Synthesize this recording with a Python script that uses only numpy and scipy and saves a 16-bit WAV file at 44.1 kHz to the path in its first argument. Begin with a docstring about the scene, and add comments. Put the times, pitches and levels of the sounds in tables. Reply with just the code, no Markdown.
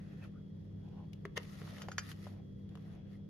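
"""Paperboard food carton, close up

Indoors, microphone close: a hand lifts, rubs and presses the flap of an open paperboard food carton.
The board pops and thumps as decaying tones; its rubs and scrapes are shaped noise, clicks and glides.
Harder pops ring something hard beneath, probably a plate, as a set of damped modes.
Nearby walls answer with a short noise tail; an appliance hums over low room noise."""
import sys
import numpy as np
from scipy import signal
from scipy.fft import rfft, irfft, next_fast_len
from scipy.io import wavfile
from scipy.ndimage import uniform_filter1d, map_coordinates

SR = 44100
rng = np.random.default_rng(int(sys.argv[2]) if len(sys.argv) > 2 else 0)


def inscribe(sig):
    """Save sig as 16-bit PCM at rate SR to the path in sys.argv[1].

    A 1-D sig is mono; a 2-D sig holds one channel per row.
    Samples are clipped to [-1, 1] before scaling.
    """
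    pcm = np.round(np.clip(np.atleast_2d(sig).T, -1, 1) * 32767)
    wavfile.write(sys.argv[1], SR, pcm.astype(np.int16))


N = 145089

# hum lines of the appliance: [f/Hz, level/dB, waver relative to the steady tone]
HUM_LINES = [(100.2, -56, 0.41), (161.55, -56, 0.25), (197.3, -54, 0.18), (245, -71.5, 0.89),
             (324, -71.5, 0.12), (393, -75.5, 0.42), (3323, -85.5, .2)]
# spectrum of the room noise: [f/Hz, relative level/dB]
AIR_COLOUR = [(20, -36), (42, -8), (70, -9), (90, -2.5), (115, -5.5), (140, 0), (185, -6.5), (220, -12),
              (290, -9.5), (370, -17.5), (500, -18), (700, -36), (1200, -40.5), (2700, -52), (3380, -41),
              (3900, -49.5), (5500, -50.5), (13000, -84.5), (15500, -86)]
# left-right likeness of the room noise: [f/Hz, correlation]
AIR_LIKENESS = [(60, 0.89), (170, 0.79), (300, -0.084), (640, 0.16), (1400, -0.59), (3300, 0.026),
                (8200, -0.89), (12000, .2)]
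AIR_DB = -52  # rms
# decay of the wall reflections: [f/Hz, t60/s]
WALL_DECAY = [(200, 0.38), (2000, 0.21), (6000, 0.12), (14000, 0.028)]
WET_DB = -15.5  # gain of the wall tail

# knocks on the plate: [t/s, level/dB]
PLATE_KNOCKS = [(1.818, -56), (1.884, -62), (1.9155, -55), (1.981, -40)]
# modes of the plate: [f/Hz, relative level/dB, t60/s]
PLATE_MODES = [(1370, -1, .06), (1500, -1, .035), (1724, -7, .1), (1945, 0, .05), (2403, -8, .11),
               (3083, -5, .085), (4420, -4, .035), (4803, 1, .1), (5740, 1.5, .075), (6250, -4, .04),
               (6762, 2.5, .06), (9033, -9, .06)]
PLATE_CHATTER, CHATTER_PER_S = .25, 220  # depth relative to the tone; random knots per second
PORT_LAG_S = .000042  # the left microphone port hears the plate first

# finger sliding on the board: [t/s, level/dB]
SLIDE_LEVEL = [(0, -77), (.19, -77.5), (.25, -68), (.3, -85), (1.35, -82), (1.41, -65), (1.6, -62.5),
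               (1.7, -60), (1.82, -61), (1.87, -67), (1.96, -71.5), (2.03, -63), (2.11, -55), (2.15, -71),
               (2.21, -65.5), (2.28, -66), (2.4, -83.5), (2.68, -83.5), (2.83, -76), (2.94, -74.5),
               (3.0, -88), (3.09, -84), (3.13, -71), (3.19, -86)]
# spectrum of the slide: [f/Hz, relative level/dB]
SLIDE_SPECTRUM = [(250, -7.5), (700, -11), (950, -4.5), (1300, 6.5), (1550, -8), (1780, 4), (1970, 7.5),
                  (2250, -4), (3500, -2), (5500, -5), (7000, -9.5), (10000, -12.5), (13000, -12),
                  (15500, -45)]
# left-right likeness of rubs and ticks, held within -1 to 1 in use: [f/Hz, correlation]
BOARD_LIKENESS = [(300, 0.42), (2000, 0.06), (5000, -0.03), (7000, 0.34), (8200, -2.5), (9800, 1.03),
                  (15000, 0.05)]
# dull rubbing of the flap as it bends: [t/s, level/dB]
BEND_LEVEL = [(0, -68.5), (.18, -72.5), (.25, -60.5), (.3, -73.5), (.45, -79), (1.3, -77.5), (1.5, -71.5),
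              (1.8, -57.5), (2.05, -73), (2.28, -68.5), (2.4, -68), (2.47, -106), (2.72, -71.5),
              (2.78, -75.5), (2.95, -63.5), (3.02, -70.5), (3.29, -83)]
# spectrum of the bending rub: [f/Hz, relative level/dB]
BEND_SPECTRUM = [(150, -22), (450, 2.5), (650, 5.5), (900, -2.5), (1200, -8), (2000, -9.5), (2700, -12),
                 (6000, -27), (15000, -72)]
# light brushing of a fingertip over the flap: [t/s, level/dB]
BRUSH_LEVEL = [(0, -77), (.12, -70.5), (.19, -71), (.225, -69.5), (.255, -69.5), (.29, -85), (.44, -94),
               (2.7, -88.5), (2.78, -77), (3.0, -90.5), (3.09, -78), (3.14, -82), (3.2, -90.5)]
# spectrum of the brushing: [f/Hz, relative level/dB]
BRUSH_SPECTRUM = [(300, -11.5), (1000, -13.5), (1350, -2), (1600, 3), (1950, 4), (2250, -14.5),
                  (2500, -1.5), (3000, -12), (4500, -19), (7000, -21), (15000, -41.5)]
# the fold rubbing as the flap swings upright: [t/s, level/dB]
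FOLD_LEVEL = [(.72, -90), (.86, -68), (.98, -67.5), (1.04, -67), (1.12, -99)]
# spectrum of the fold: [f/Hz, relative level/dB]
FOLD_SPECTRUM = [(250, -17.5), (500, 5), (720, -0.5), (830, 5.5), (930, -2), (1020, -6), (1130, -14),
                 (1400, -11), (2000, -20), (3000, -14.5), (12000, -47.5)]
# the fingertip skidding on to the flap's edge: [t/s, level/dB]
SKID_LEVEL = [(1.352, -90), (1.363, -51), (1.369, -44), (1.378, -34.5), (1.382, -54), (1.395, -71),
              (1.42, -90)]
# spectrum of the skid: [f/Hz, relative level/dB]
SKID_SPECTRUM = [(200, -17), (400, 1.5), (490, 8.5), (600, 0), (800, -4), (1080, 1.5), (1190, -4.5),
                 (1310, 2), (1500, -9.5), (1850, 4.5), (2020, 6), (2400, -16.5), (3120, -1), (4200, -11),
                 (6500, -14.5), (7500, -22.5), (12000, -23), (15500, -33)]
GRAINS_PER_S, GRAIN_SPREAD_DB = 1500, 1.5
GRAIN_SHARE = .45  # share of the friction's power, the rest is hiss
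FRICTION_WAVER_DB, SHIFT_DB = 1.38, 1.8  # of the whole rub; of each band on its own

CRACKLES_PER_S, CRACKLE_SPREAD_DB = 450, 3.5
CRACKLE_DB = -9.5  # relative to the slide's level curve
CRACKLE_HZ, CRACKLE_CYCLES = 3920, 4  # middle pitch; cycles in one t60

# light swipes of the finger: [t/s, length/s, start f/Hz, end f/Hz, level/dB]
SWIPE_EVENTS = [(0.202, 0.063, 2520, 2430, -70), (0.21, 0.039, 1800, 1680, -70),
                (0.227, 0.043, 1400, 1248, -67), (.32, 0.091, 1120, 1520, -76),
                (0.904, 0.18, 980, 871, -73.5), (3.102, 0.081, 1930, 2016, -78)]
SWIPE_KNOTS_PER_S = 400  # more knots widen the scrape's band

# thumps of the whole flap, pitch set by how far it is bent: [t/s, f/Hz, level/dB]
THUMP_EVENTS = [(1.2524, 408, -35), (1.3765, 487, -37), (1.431, 446, -54), (1.617, 445, -44),
                (1.8855, 545, -38.5), (2.2682, 602, -47.5), (2.755, 450, -52.5)]
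# modes of the flap: [multiple of its pitch, relative level/dB, t60/s]
FLAP_MODES = [(1, 0, .042), (1.2, -7, 0.028), (1.6, -7.5, 0.035), (2.65, -13.5, 0.028)]

# board pops: [t/s, snap level/dB, snap f/Hz, cycles to the snap's peak, relative tick level/dB]
POP_EVENTS = [(.24, -56, 1780, 1.5, -54), (.254, -65, 1390, 1.6, -65), (.886, -78, 2480, 1, -63),
              (1.132, -61, 2880, 2.2, -46.5), (1.2525, -36.5, 1900, 1.93, -50),
              (1.2524, -39, 960, 0.76, -45), (1.3689, -38, 1930, 2.8, -41.5),
              (1.3722, -34.5, 1930, 2.1, -44), (1.3771, -36.5, 2040, 3.3, -40),
              (1.3807, -44, 1290, 1.4, -57), (1.431, -61, 2920, 1.5, -46.5),
              (1.617, -41.5, 1290, 0.41, -53), (1.676, -45.5, 1040, .5, -54), (1.719, -54, 1970, 0.69, -58),
              (1.767, -47.5, 1950, 2.4, -60), (1.783, -47.5, 1900, 1.4, -45),
              (1.8189, -37, 1570, 0.36, -42), (1.885, -32.5, 760, 0.6, -48.5),
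              (1.8857, -37.5, 1610, .66, -54), (1.9171, -38.5, 1470, 1.8, -43),
              (1.9821, -22.5, 1620, 1.1, -31), (1.9915, -35.5, 1930, 0.65, -41),
              (2.116, -43.5, 1610, 1.1, -41.5), (2.2682, -41, 745, .5, -57.5),
              (2.691, -65, 1980, 0.84, -59.5), (2.754, -48, 1080, 0.61, -50.5),
              (2.773, -54.5, 1090, 1.2, -60)]
# spectrum of the crisp tick: [f/Hz, relative level/dB]
TICK_SPECTRUM = [(400, -16), (1500, -10), (3000, 8), (4000, 1.5), (6500, -5), (9000, -12.5), (13000, -12.5),
                 (15500, -51)]
TICK_T60 = 0.028  # s
RATTLE_DB, RATTLE_T60 = -14, .035  # dB relative to the snap; s

LEFT_DB = 0.5  # direct sound and hum: left raised, right lowered by this
TOP_HZ = 15750  # upper band limit


def amp(db):
    """Decibels to gain."""
    return 10 ** (np.asarray(db) / 20)


def unit(x):
    """Scale to rms 1."""
    return x / np.sqrt(np.mean(x ** 2) + 1e-20)


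def along(points, hz):
    """Interpolate (Hz, value) points on a log frequency axis."""
    f, v = np.transpose(points)
    return np.interp(np.log(hz + 1), np.log(f + 1), v)


def level(points):
    """Gain per sample from (s, dB) points."""
    return amp(np.interp(np.arange(N) / SR, *np.transpose(points)))


def wobble(rate):
    """A smooth random curve with rate knots per second."""
    knots = rng.standard_normal(int(N * rate / SR) + 4)
    return map_coordinates(knots, [np.arange(N) * rate / SR])


def filtered(x, response):
    """Weight the spectrum of x by a response of frequency."""
    n = x.shape[-1]
    m = next_fast_len(n + 4096)
    return irfft(rfft(x, m) * response(np.fft.rfftfreq(m, 1 / SR)), m)[..., :n]


def stereo(pair, colour, alike):
    """Colour two unrelated signals and blend them into left and right at rms 1."""
    def response(hz):
        turn = np.arccos(np.clip(along(alike, hz), -1, 1)) / 2
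        return amp(along(colour, hz)) * [np.cos(turn), np.sin(turn)]

    mid, side = filtered(pair, response)
    return unit(np.array([mid + side, mid - side]))


def add(track, s, sound):
    """Mix a sound in at time s."""
    part = track[:, round(s * SR):][:, :sound.shape[-1]]
    part += sound[..., :part.shape[1]]


def ring(t, hz, t60, rise):
    """A damped sine with a short rise."""
    return np.sin(2 * np.pi * hz * t) * amp(-60 * t / t60) * (1 - np.exp(-t / rise))


def room_tone():
    """Wavering hum lines of an appliance over low room noise."""
    t = np.arange(N) / SR
    hum = np.zeros(N)
    for hz, db, waver in HUM_LINES:
        sway = 1 + waver * (wobble(9) + 1j * wobble(10))  # of strength and phase
        tone = np.exp(2j * np.pi * (hz * t + rng.random()))
        hum += amp(db) * unit(np.real(sway * tone))
    air = stereo(rng.standard_normal((2, N)), AIR_COLOUR, AIR_LIKENESS)
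    return hum * amp([[LEFT_DB], [-LEFT_DB]]) + amp(AIR_DB) * air


def walls(x):
    """Dense reflections from nearby walls form a short noise tail, the treble dying first."""
    hz, t, z = signal.stft(rng.standard_normal((2, SR // 3)), SR, nperseg=256)
    decay = amp(-60 * t / along(WALL_DECAY, hz)[:, None])
    tail = signal.istft(z * decay, SR, nperseg=256)[1]
    return signal.fftconvolve(x, tail / np.linalg.norm(tail[0]), axes=1)[:, :N]


def plate():
    """Harder pops set the plate's damped modes ringing, roughened by the board resting on it."""
    out, t = np.zeros((2, N)), np.arange(SR // 4) / SR
    lag = PORT_LAG_S / 2 * np.array([[1], [-1]])
    for s, db in PLATE_KNOCKS:
        for hz, mode_db, t60 in PLATE_MODES:
            knots = rng.standard_normal(CHATTER_PER_S)
            chatter = 1 + PLATE_CHATTER * np.interp(t * CHATTER_PER_S, np.arange(CHATTER_PER_S), knots)
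            envelope = amp(db + mode_db - 60 * t / t60) * (1 - np.exp(-t / .0005))
            add(out, s, chatter * envelope * np.sin(2 * np.pi * hz * (t + lag)))
    return out


def shifting(pair):
    """The contact point wanders, so each band swells and fades on its own."""
    z = signal.stft(pair, nperseg=256)[2]
    field = rng.standard_normal(z.shape[1:])
    field = uniform_filter1d(field, size=4, axis=0)  # across frequency
    field = uniform_filter1d(field, size=12, axis=1)  # across time
    return signal.istft(z * amp(SHIFT_DB * unit(field)), nperseg=256)[1][:, :N]


def friction(curve, colour):
    """Paper fibres catch and slip: tiny clicks of uneven size over a hiss, coloured by the board."""
    happens = rng.random(N) < GRAINS_PER_S / SR
    size = amp(GRAIN_SPREAD_DB * np.clip(rng.standard_normal(N), -2, 2))
    slips = happens * size * rng.standard_normal((2, N))
    hiss = rng.standard_normal((2, N))
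    pair = np.sqrt(GRAIN_SHARE) * unit(slips) + np.sqrt(1 - GRAIN_SHARE) * hiss
    rub = stereo(shifting(pair), colour, BOARD_LIKENESS)
    return level(curve) * amp(FRICTION_WAVER_DB * wobble(45)) * rub


def rubbing():
    """Five contacts with the board share one friction mechanism, each with its own level and colour."""
    slide = friction(SLIDE_LEVEL, SLIDE_SPECTRUM)
    bend = friction(BEND_LEVEL, BEND_SPECTRUM)
    brush = friction(BRUSH_LEVEL, BRUSH_SPECTRUM)
    fold = friction(FOLD_LEVEL, FOLD_SPECTRUM)
    skid = friction(SKID_LEVEL, SKID_SPECTRUM)
    return slide + bend + brush + fold + skid


def crackle():
    """Single fibres give way under the sliding finger, each a damped ring of its own pitch and size."""
    out, t = np.zeros((2, N)), np.arange(SR // 100) / SR
    count = int(CRACKLES_PER_S * N / SR)
    times = rng.random(count) * N / SR
    traits = np.clip(rng.standard_normal((count, 3)), -2, 2)
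    for s, (pitch, size, side) in zip(times, traits):
        hz = CRACKLE_HZ * 2 ** (pitch / 2)
        gain = amp(CRACKLE_SPREAD_DB * size + 2 * np.array([[side], [-side]]))
        add(out, s, gain * ring(t, hz, CRACKLE_CYCLES / hz, .0001))
    return amp(CRACKLE_DB) * level(SLIDE_LEVEL) * unit(out)


def swipes():
    """A narrow scraping resonance swells, glides with the finger and fades."""
    out = np.zeros((2, N))
    for s, length, start_hz, end_hz, db in SWIPE_EVENTS:
        n = round(length * SR)
        grit = (wobble(SWIPE_KNOTS_PER_S) + 1j * wobble(SWIPE_KNOTS_PER_S))[:n]
        turns = np.cumsum(np.linspace(start_hz, end_hz, n)) / SR
        scrape = np.real(grit * np.exp(2j * np.pi * turns))
        add(out, s, amp(db) * unit(scrape * np.hanning(n)))
    return out


def thumps():
    """The flap's low modes ring briefly when it buckles."""
    out, t = np.zeros((2, N)), np.arange(SR // 8) / SR
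    for s, hz, db in THUMP_EVENTS:
        for multiple, mode_db, t60 in FLAP_MODES:
            add(out, s, amp(db + mode_db) * ring(t, hz * multiple, t60, 0.00089))
    return out


def pops():
    """Each buckle of the board gives a brief snap, a crisp tick and a short rattle."""
    out, t = np.zeros((2, N)), np.arange(SR // 8) / SR
    for s, snap_db, hz, cycles, tick_db in POP_EVENTS:
        noise = rng.standard_normal((2, 2, len(t)))
        u = hz * t / cycles  # reaches 1 at the snap's peak
        snap = (u * np.exp(1 - u)) ** 2 * np.sin(2 * np.pi * hz * t)
        # the rattle's spectrum centres on the snap's pitch
        colour = [(hz / 4, -12), (hz / 2, -5), (hz, 0), (hz * 2, -13), (hz * 10, -45)]
        rattle = stereo(noise[0], colour, [(500, 0.18), (4000, 0.25)])
        rattle = amp(RATTLE_DB - 60 * t / RATTLE_T60) * (1 - np.exp(-u)) * rattle
        tick = 0.45 * stereo(noise[1], TICK_SPECTRUM, BOARD_LIKENESS) * amp(-60 * t / TICK_T60)
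        add(out, s, amp(snap_db) * (snap + rattle) + amp(tick_db) * tick)
    return out


def scene():
    """The carton close by, a little to the left, in the humming room."""
    background = room_tone()
    carton = plate() + rubbing() + crackle() + swipes() + thumps() + pops()
    direct = carton * amp([[LEFT_DB], [-LEFT_DB]])
    return background + amp(WET_DB) * walls(carton) + direct


def record(dry):
    """The microphone channel passes nothing at or above the band limit."""
    return filtered(dry, lambda hz: hz < TOP_HZ)


dry = scene()
out = record(dry)
inscribe(out)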